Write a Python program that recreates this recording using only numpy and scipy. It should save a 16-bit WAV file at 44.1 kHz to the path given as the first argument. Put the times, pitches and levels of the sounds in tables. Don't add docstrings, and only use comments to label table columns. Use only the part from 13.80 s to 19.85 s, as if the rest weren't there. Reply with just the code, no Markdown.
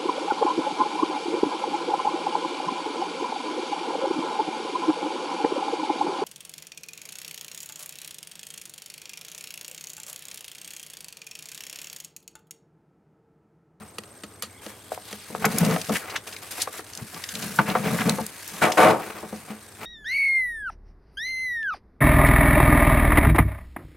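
import sys
import numpy as np
from scipy import signal
from scipy.fft import rfft, irfft
from scipy.io import wavfile
from scipy.ndimage import uniform_filter1d

SR = 44100
rng = np.random.default_rng(int(sys.argv[2]) if len(sys.argv) > 2 else 0)


def to_wav(s):
    ch = np.atleast_2d(s).T
    pcm = np.round(np.clip(ch, -1, 1) * 32767)
    wavfile.write(sys.argv[1], SR, pcm.astype(np.int16))


N = 267025
TIME = np.arange(N) / SR
OPPOSED = np.array([[1], [-1]])

# t/s, level/dB
BODY_MOVEMENT = [(0.0, -60), (0.81, -59), (1.68, -48.5), (1.8, -43), (2.02, -42), (2.37, -56), (2.81, -47),
                 (2.95, -54), (3.17, -52), (3.42, -48.5), (3.61, -42), (3.94, -48), (4.19, -40),
                 (4.53, -49), (4.92, -43), (5.17, -49.5), (5.68, -54.5), (6.05, -54.5)]
# start/s, length/s, level/dB
SLEEVE_BRUSHES = [(0.81, 0.11, -46.5), (1.105, 0.043, -43.5), (1.27, 0.07, -47), (1.705, 0.18, -37.5),
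                  (2.113, 0.058, -32), (2.465, 0.013, -36.5), (2.525, 0.018, -43), (2.618, 0.017, -41.5),
                  (2.699, .04, -39), (2.764, 0.05, -36.5), (2.915, 0.078, -40), (3.61, 0.058, -41.5),
                  (4.676, 0.072, -53)]
# start/s, length/s, scrape/dB, rumble/dB
CASE_RUBS = [(0, 0.014, -44, -41.5), (1.49, 0.14, -60, -42), (1.606, 0.041, -29.5, -31),
             (1.648, .02, -35.5, -21), (1.733, 0.055, -39, -28.5), (1.796, .15, -31, -22),
             (2.083, 0.024, -39, -20.5), (2.2, 0.16, -38.5, -60), (3.165, 0.028, -45, -50),
             (3.325, 0.049, -43, -50), (3.527, .22, -56, -40.5), (3.778, 0.032, -35, -22),
             (3.868, 0.044, -25, -28), (3.939, 0.094, -34.5, -32), (4.031, 0.11, -31.5, -25),
             (4.182, 0.032, -34, -24), (4.248, 0.047, -29, -19.5), (4.324, 0.091, -51, -31.5),
             (4.713, 0.16, -50, -46), (5.178, .22, -37, -54), (5.41, 0.23, -55, -47.5),
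             (5.672, 0.046, -38, -43), (5.983, 0.087, -36, -46.5)]
# start/s, length/s, level/dB
CASE_DRAGS = [(4.812, 0.039, -15), (4.969, 0.13, -14)]
# middle t/s, level/dB, f/Hz, half length/s
FABRIC_SCUFFS = [(1.302, -46, 4300, 0.061), (1.419, -46.5, 4740, 0.05), (1.655, -19, 2160, 0.0084),
                 (2.161, -21.5, 2470, 0.012), (2.233, -38.5, 1590, 0.02), (2.362, -22.5, 2100, 0.0064),
                 (2.818, -31, 5160, .02), (3.871, -32, 2180, 0.011), (3.902, -27, 3940, 0.0027),
                 (4.075, -35, 2560, 0.036), (4.21, -26, 2320, 0.014)]
# t/s, level/dB, centre f/Hz, decay/s
FOLD_SNAPS = [(1.652, -19, 7900, 0.0048), (1.784, -15, 8750, 0.0029), (1.848, -25, 6500, 0.0032),
              (1.91, -28, 4500, .0026), (1.941, -35, 8360, .0022), (1.961, -29, 2540, .0025),
              (2.014, -28, 4400, .0035), (2.093, -29.5, 5040, .0027), (2.297, -33.5, 2940, 0.01),
              (2.358, -26, 4030, 0.0085), (2.473, -35.5, 3460, 0.0047), (2.525, -35.5, 4060, 0.0062),
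              (2.564, -32, 3540, 0.0037), (2.708, -34, 6940, 0.0075), (2.817, -18, 6800, 0.0061),
              (3.066, -42, 4000, 0.0017), (3.135, -32.5, 4230, 0.0018), (3.151, -31.5, 7150, .0025),
              (3.174, -29, 6340, 0.0023), (3.343, -35.5, 4630, 0.0038), (3.439, -25.5, 3650, .0032),
              (3.489, -27.5, 4300, 0.0036), (3.552, -26, 3950, .0037), (3.622, -32, 4500, .0074),
              (3.757, -32.5, 9500, 0.0089), (4.295, -13, 5830, 0.0018), (4.465, -24.5, 8700, 0.0018),
              (4.677, -31.5, 10500, 0.0035), (4.919, -21.5, 3900, .0048), (5.107, -25, 2930, 0.0046)]
# t/s, level/dB, centre f/Hz, decay/s
CASE_KNOCKS = [(1.119,-21,630,0.0036), (1.176,-28,860,0.0034), (1.5493,-19,820,0.0019),
               (1.644,-12,1210,0.0088), (1.961,-19.5,1070,0.0042), (2.094,-21.5,734,0.013),
               (2.874,-24,860,.0028), (2.993,-29,785,0.0032), (3.788,-7.5,1300,0.0061),
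               (3.798,-14.5,1040,0.0049), (3.9515,-12.5,980,0.0096), (4.188,-22.5,1510,0.0059),
               (4.218,-20,1430,0.0018), (4.384,-23,825,0.015)]
# t/s, level/dB, top f/Hz, decay/s, sway of the stand/dB
WEIGHT_THUMPS = [(1.501, -35, 610, 0.0046, -58), (1.665, -27.5, 600, 0.006, -45),
                 (3.21, -28, 196, 0.014, -53), (3.621, -31, 199, 0.047, -42),
                 (3.798, -20.5, 553, 0.013, -28), (5.428, -29.5, 786, 0.022, -36.5),
                 (5.525, -28.5, 715, 0.015, -34.5), (5.701, -38.5, 445, 0.017, -31.5)]
# f/Hz, width/Hz, lift/dB
STAND_MODES = [(167, 22, 3), (211, 19.5, 7.5), (316, 25, 9), (439, 22, 6.5), (510.7, 14, 6), (635, 15, 9.5),
               (727, 27, 10), (890, 12, 7), (910, 14, 3.5), (1070, 40, 4), (1173, 20, 9), (1272, 9.5, 9),
               (1352, 11, 6), (1474, 22, 7), (1810, 14, 2), (2037, 26, 7), (2283, 28, 9.5), (2440, 38, 3)]

# t/s, level/dB, top f/Hz, decay/s, thud in the wall/dB
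CLICKS = [(0.1842, -25, 5000, 0.0033, -33.5), (0.236, -39.5, 4000, 0.0033, -48),
          (0.4353, -33.5, 3780, 0.0072, -34.5), (0.6234, -23, 12000, 0.0043, -63),
          (0.631, -31, 4940, 0.014, -35), (0.864, -33.5, 4900, 0.0024, -33),
          (1.328, -29.5, 3670, 0.0037, -33)]
# f/Hz, width/Hz, level/dB
BRASS_MODES = [(1277, 80, 0), (1910, 59, -4), (2510, 74, -14), (3020, 490, 2.5), (4120, 88, -11),
               (4250, 150, 0), (4610, 80, -1), (6050, 330, -1), (7150, 310, 2), (8950, 160, 8),
               (11000, 300, 4)]
SIDING_MODES = [(211, 13, 0.5), (308, 83, -1), (464, 87, 2)]

# f/Hz, gain/dB
RUSTLE_SPECTRUM = [(300, -45), (1500, 6.5), (3000, 2.5), (5000, 1.5), (7000, 1), (10500, 2.5), (13000, -1),
                   (16000, -11)]
SCRAPE_SPECTRUM = [(120, -11.5), (220, -2.5), (400, 2), (700, 1), (1100, 2.5), (1600, -2), (2400, -2.5),
                   (3500, -12), (7000, -18)]
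RUMBLE_SPECTRUM = [(30, -65), (60, -26), (100, -19), (140, -7), (172, -3.5), (215, -8.5), (270, -11),
                   (340, -34), (450, -13), (650, -24.5), (1200, -37), (3000, -56)]
DRAG_SPECTRUM = [(30, -43), (65, -26), (110, -5.5), (190, -4.5), (260, -4), (400, -3), (650, -1), (900, -3),
                 (1300, -7), (2500, -44)]
RASP_SPECTRUM = [(500, -12), (1050, -1), (1450, 6), (2000, 1), (2700, -3.5), (4000, -10.5), (6000, -15.5),
                 (10000, -13), (16000, -27)]
GARDEN_SPECTRUM = [(25, -25), (60, -5), (95, 7.5), (125, -2), (190, -1), (300, 0.5), (600, -4), (1300, -8),
                   (3000, -27), (8000, -32), (16000, -38)]
# f/Hz, phase spread/rad, left over right for the closest sounds/dB
MIC_PORTS = [(30, .3, -2), (100, 0.034, 4), (350, 0.063, 3), (700, 0.42, 2.5), (1300, 0.29, 2.5),
             (4000, 0.59, 2.1), (8200, 0.83, 1), (15000, 0.37, -.3)]


def rustle():
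    centre, wide = (
        coloured(slips(per_s=7000, spread_db=3.5, clump_db=3, clumps_per_s=170), RUSTLE_SPECTRUM)
        for _ in range(2))
    threads = slips(per_s=90, spread_db=2, clump_db=0, clumps_per_s=10)
    ticks = signal.fftconvolve(threads, contact(decay_s=0.0079, rise_s=0.0001))[:N]
    centre = unit_rms(centre) + from_db(-7.5) * unit_rms(coloured(ticks, RUSTLE_SPECTRUM))
    centre = reflected(centre, db=-13.5, delay_s=0.000518 * from_db(3.03 * drift(4.8)))
    stereo = microphones(centre, nearness=1) + from_db(-8.5) * unit_rms(wide) * OPPOSED
    return stereo * np.hypot(movement(), brushes())


def movement():
    times, levels_db = np.transpose(BODY_MOVEMENT)
    rest_db, lift_db = -65.5, 5
    power = from_db(np.interp(TIME, times, levels_db)) ** 2 - from_db(rest_db) ** 2
    return from_db(lift_db) * np.sqrt(np.maximum(power, 0))


def brushes():
    return sum(from_db(db) * stroke(start_s, length_s, attack_s=0.014, release_db_per_s=386)
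               for start_s, length_s, db in SLEEVE_BRUSHES)


def rubbing():
    weave = coloured(slips(per_s=2600, spread_db=1.5, clump_db=3.5, clumps_per_s=120), SCRAPE_SPECTRUM)
    scrape = unit_rms(weave + stand(weave))
    pressed = slips(per_s=1200, spread_db=2, clump_db=2.5, clumps_per_s=35)
    rumble = unit_rms(stand(coloured(pressed, RUMBLE_SPECTRUM)))
    out = scrape * (from_db(-4) * brushes() + from_db(-9.5) * movement())
    for start_s, length_s, scrape_db, rumble_db in CASE_RUBS:
        envelope = stroke(start_s, length_s, attack_s=0.021, release_db_per_s=289)
        out += (from_db(scrape_db) * scrape + from_db(rumble_db) * rumble) * envelope
    return out


def drags():
    coarse = slips(per_s=5600, spread_db=4, clump_db=1.2, clumps_per_s=120)
    fine = slips(per_s=4000, spread_db=-0.5, clump_db=1.5, clumps_per_s=220)
    body = unit_rms(stand(coloured(coarse, DRAG_SPECTRUM)))
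    rasp = from_db(-1.5) * unit_rms(stand(coloured(fine, RASP_SPECTRUM)))
    hum = from_db(0.5) * unit_rms(stand(band(rng.standard_normal(N), 620, 890)))
    out = np.zeros(N)
    for start_s, length_s, db in CASE_DRAGS:
        slowing = from_db(-45 * np.maximum(TIME - start_s, 0))
        drag = body * stroke(start_s, length_s, attack_s=0.013, release_db_per_s=196)
        drag += slowing * rasp * stroke(start_s, length_s, attack_s=0.013, release_db_per_s=270)
        drag += hum * stroke(start_s, length_s, attack_s=0.15, release_db_per_s=239)
        out += from_db(db) * drag
    return out


def scuffs():
    out = np.zeros(N)
    t = TIME[:SR // 4] - 1 / 8
    for middle_s, db, hz, half_s in FABRIC_SCUFFS:
        swell = rng.standard_normal(len(t)) * np.exp(-(t / half_s) ** 2)
        place(out, middle_s + t[0], band(swell, hz * 0.84, hz * 1.11), db)
    return out


def snaps():
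    out = np.zeros(N)
    for start_s, db, hz, decay_s in FOLD_SNAPS:
        place(out, start_s, fold(hz, decay_s), db)
    hiss_db = 20 * np.log10(np.hypot(movement(), brushes()) + 1e-6)
    folds_per_s, low_hz, high_hz = 20, 2800, 10600
    for when, softness, pitch in rng.random((int(folds_per_s * N / SR), 3)):
        db = hiss_db[int(when * N)] + 2 - softness
        hz = low_hz * (high_hz / low_hz) ** pitch
        place(out, when * N / SR, fold(hz, decay_s=0.0017), db)
    return out


def fold(hz, decay_s):
    hit = contact(decay_s, rise_s=decay_s ** 2 / 0.019)
    crackle = band(hit, hz * 0.5, hz * 1.49)
    skirt = from_db(-15) * band(hit, 600, 13000, order=1)
    ring = sum(resonance(hit, min(hz * ratio, 14000), width_hz=480)
               for ratio in rng.uniform(0.574, 1.56, size=3))
    return band(crackle + skirt + from_db(-2) * ring, 300, 19000)


def knocks():
    out = np.zeros(N)
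    for start_s, db, hz, decay_s in CASE_KNOCKS:
        tock = band(contact(decay_s, rise_s=0.000087), hz * 0.54, hz * 1.34)
        place(out, start_s, tock + from_db(0.5) * stand(tock), db)
    return out


def thumps():
    out, t = np.zeros(N), TIME[:SR // 3]
    sway = np.sin(2 * np.pi * 214 * t) * (1 - np.exp(-t / 0.0048)) * np.exp(-t / 0.031)
    for start_s, db, top_hz, decay_s, sway_db in WEIGHT_THUMPS:
        shove = band(contact(decay_s, rise_s=0.00062), 173, top_hz)
        place(out, start_s, stand(shove), db)
        place(out, start_s, sway, sway_db)
    return out


def stand(x):
    return x + sum((from_db(lift_db) - 1) * resonance(x, hz, width_hz)
                   for hz, width_hz, lift_db in STAND_MODES)


def valve():
    out = np.zeros(N)
    for start_s, db, top_hz, decay_s, thud_db in CLICKS:
        hit = contact(decay_s, rise_s=0.0001)
        scatter_db = rng.normal(0, 1.7, len(BRASS_MODES))
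        ring = sum(from_db(mode_db + chance_db) * unit_rms(resonance(hit, hz, width_hz))
                   for (hz, width_hz, mode_db), chance_db in zip(BRASS_MODES, scatter_db))
        click = from_db(0.5) * unit_rms(ring) + unit_rms(hit)
        place(out, start_s, band(click, 690, top_hz, order=1), db)
        shove = contact(decay_s=0.0044, rise_s=0.0015)
        thud = sum(from_db(mode_db) * unit_rms(resonance(shove, hz, width_hz))
                   for hz, width_hz, mode_db in SIDING_MODES)
        place(out, start_s, band(thud, 160, 650), thud_db)
    return out


def squeaks():
    wobbling_time = np.cumsum(1 + 0.0345 * drift(500)) / SR

    def turn(start_s, length_s, db, hz):
        envelope = stroke(start_s, length_s, attack_s=0.035, release_db_per_s=400)
        return from_db(db) * envelope * np.sin(2 * np.pi * hz * wobbling_time)

    return drift(200) * (turn(0.54, 0.26, db=-57, hz=2135) + turn(0.75, 0.36, db=-55, hz=3280))


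def insect(hz, width_hz, first_s):
    strokes_per_s = 17.6
    cycles = strokes_per_s * (TIME - first_s) + 0.023 * drift(3.3)
    pulses = np.exp(1.5 * (np.cos(2 * np.pi * cycles) - 1))
    return narrow_noise(hz, width_hz, envelope=pulses)


def garden():
    centre, wide = (unit_rms(coloured(noise, GARDEN_SPECTRUM)) for noise in rng.standard_normal((2, N)))
    hum = from_db(-60) * narrow_noise(hz=104, width_hz=21)
    closing = from_db(-56) * insect(hz=8380, width_hz=380, first_s=0.032)
    opening = from_db(-63) * insect(hz=8600, width_hz=250, first_s=0.0079)
    distant = from_db(-50.5) * centre + hum + closing + opening
    sides = from_db(-62.5) * band(wide, 380, 17000, order=1) * OPPOSED
    return microphones(distant, nearness=0.1) + sides


def reflected(x, db, delay_s):
    return x + from_db(db) * np.interp(TIME - delay_s, TIME, x, left=0)


def wall_echoes(x, db, decay_s):
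    t = TIME[:SR // 3]
    tail = band(rng.standard_normal((2, len(t))), 130, 9600, order=1)
    tail *= np.exp(-t / decay_s) * (t > 0.004)
    tail /= np.sqrt(np.sum(tail ** 2, axis=1, keepdims=True))
    return from_db(db) * signal.fftconvolve(x[None], tail, axes=1)[:, :N]


def microphones(x, nearness):
    hz, spread_rad, left_db = np.transpose(MIC_PORTS)
    ripple = np.sqrt(2) * np.sin(2 * np.pi * np.fft.rfftfreq(N, 1 / SR) / 830)
    phase = -per_bin(hz, spread_rad) * ripple
    left = from_db(nearness * per_bin(hz, left_db) / 2) * np.exp(1j * phase / 2)
    return irfft(rfft(x) * np.array([left, 1 / left]), N)


def slips(per_s, spread_db, clump_db, clumps_per_s):
    sizes = from_db(spread_db * np.minimum(rng.exponential(1, N), 4))
    signs = rng.choice([-1, 1], N)
    lets_go = rng.random(N) < per_s / SR
    clumps = from_db(clump_db * np.clip(drift(clumps_per_s), -2, 1))
    return unit_rms(sizes * signs * lets_go) * clumps


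def contact(decay_s, rise_s):
    t = TIME[:SR // 4]
    impacts = rng.choice([-1, 1], len(t)) * rng.uniform(0.35, 1, len(t))
    return impacts * (1 - np.exp(-t / rise_s)) * np.exp(-t / decay_s)


def stroke(start_s, length_s, attack_s, release_db_per_s):
    t = TIME - start_s
    return np.clip(t / attack_s, 0, 1) * from_db(-np.clip(release_db_per_s * (t - length_s), 0, 200))


def place(out, start_s, sound, db):
    start = int(start_s * SR)
    loudest = np.sqrt(uniform_filter1d(sound ** 2, SR // 250).max())
    out[start:start + len(sound)] += (sound * from_db(db) / loudest)[:N - start]


def drift(per_s):
    return unit_rms(np.interp(TIME * per_s, np.arange(N), rng.standard_normal(N)))


def narrow_noise(hz, width_hz, envelope=1):
    noise = rng.standard_normal(N) * envelope
    return unit_rms(resonance(resonance(noise, hz, width_hz), hz, width_hz))


def resonance(x, hz, width_hz):
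    radius = np.exp(-np.pi * width_hz / SR)
    feedforward = np.array([1, 0, -1]) * (1 - radius ** 2) / 2
    feedback = [1, -2 * radius * np.cos(2 * np.pi * hz / SR), radius ** 2]
    return signal.lfilter(feedforward, feedback, x + 1e-18)


def band(x, low_hz, high_hz, order=2):
    edges_hz = [min(low_hz, high_hz / 2), high_hz]
    return signal.sosfilt(signal.butter(order, edges_hz, "band", fs=SR, output="sos"), x)


def coloured(x, spectrum):
    hz, db = np.transpose(spectrum)
    return irfft(rfft(x) * from_db(per_bin(hz, db)), N)


def per_bin(hz, values):
    return np.interp(np.log(np.fft.rfftfreq(N, 1 / SR) + 1), np.log(hz), values)


def from_db(db):
    return 10 ** (np.asarray(db) / 20)


def unit_rms(x):
    return x / np.sqrt(np.mean(x ** 2) + 1e-20)


def scene():
    pipework = valve() + squeaks()
    cloth = reflected(rubbing() + scuffs() + snaps(), db=-26, delay_s=0.005)
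    near = cloth + knocks() + thumps() + drags()
    sides = (from_db(-17.5) * rubbing() + from_db(-14.5) * drags()) * OPPOSED
    direct = microphones(pipework, nearness=0.092) + microphones(near, nearness=0.78) + sides + rustle()
    echoes = wall_echoes(pipework, db=-24, decay_s=0.038) + wall_echoes(near, db=-17, decay_s=0.017)
    return direct + echoes + garden()


def record(dry):
    thinned = signal.sosfilt(signal.butter(1, 35, "high", fs=SR, output="sos"), dry)
    rounded = 1.31 * np.tanh(thinned / 1.488)
    return signal.sosfilt(signal.ellip(10, 0.2, 70, 16000, fs=SR, output="sos"), rounded)


dry = scene()
out = record(dry)
to_wav(out)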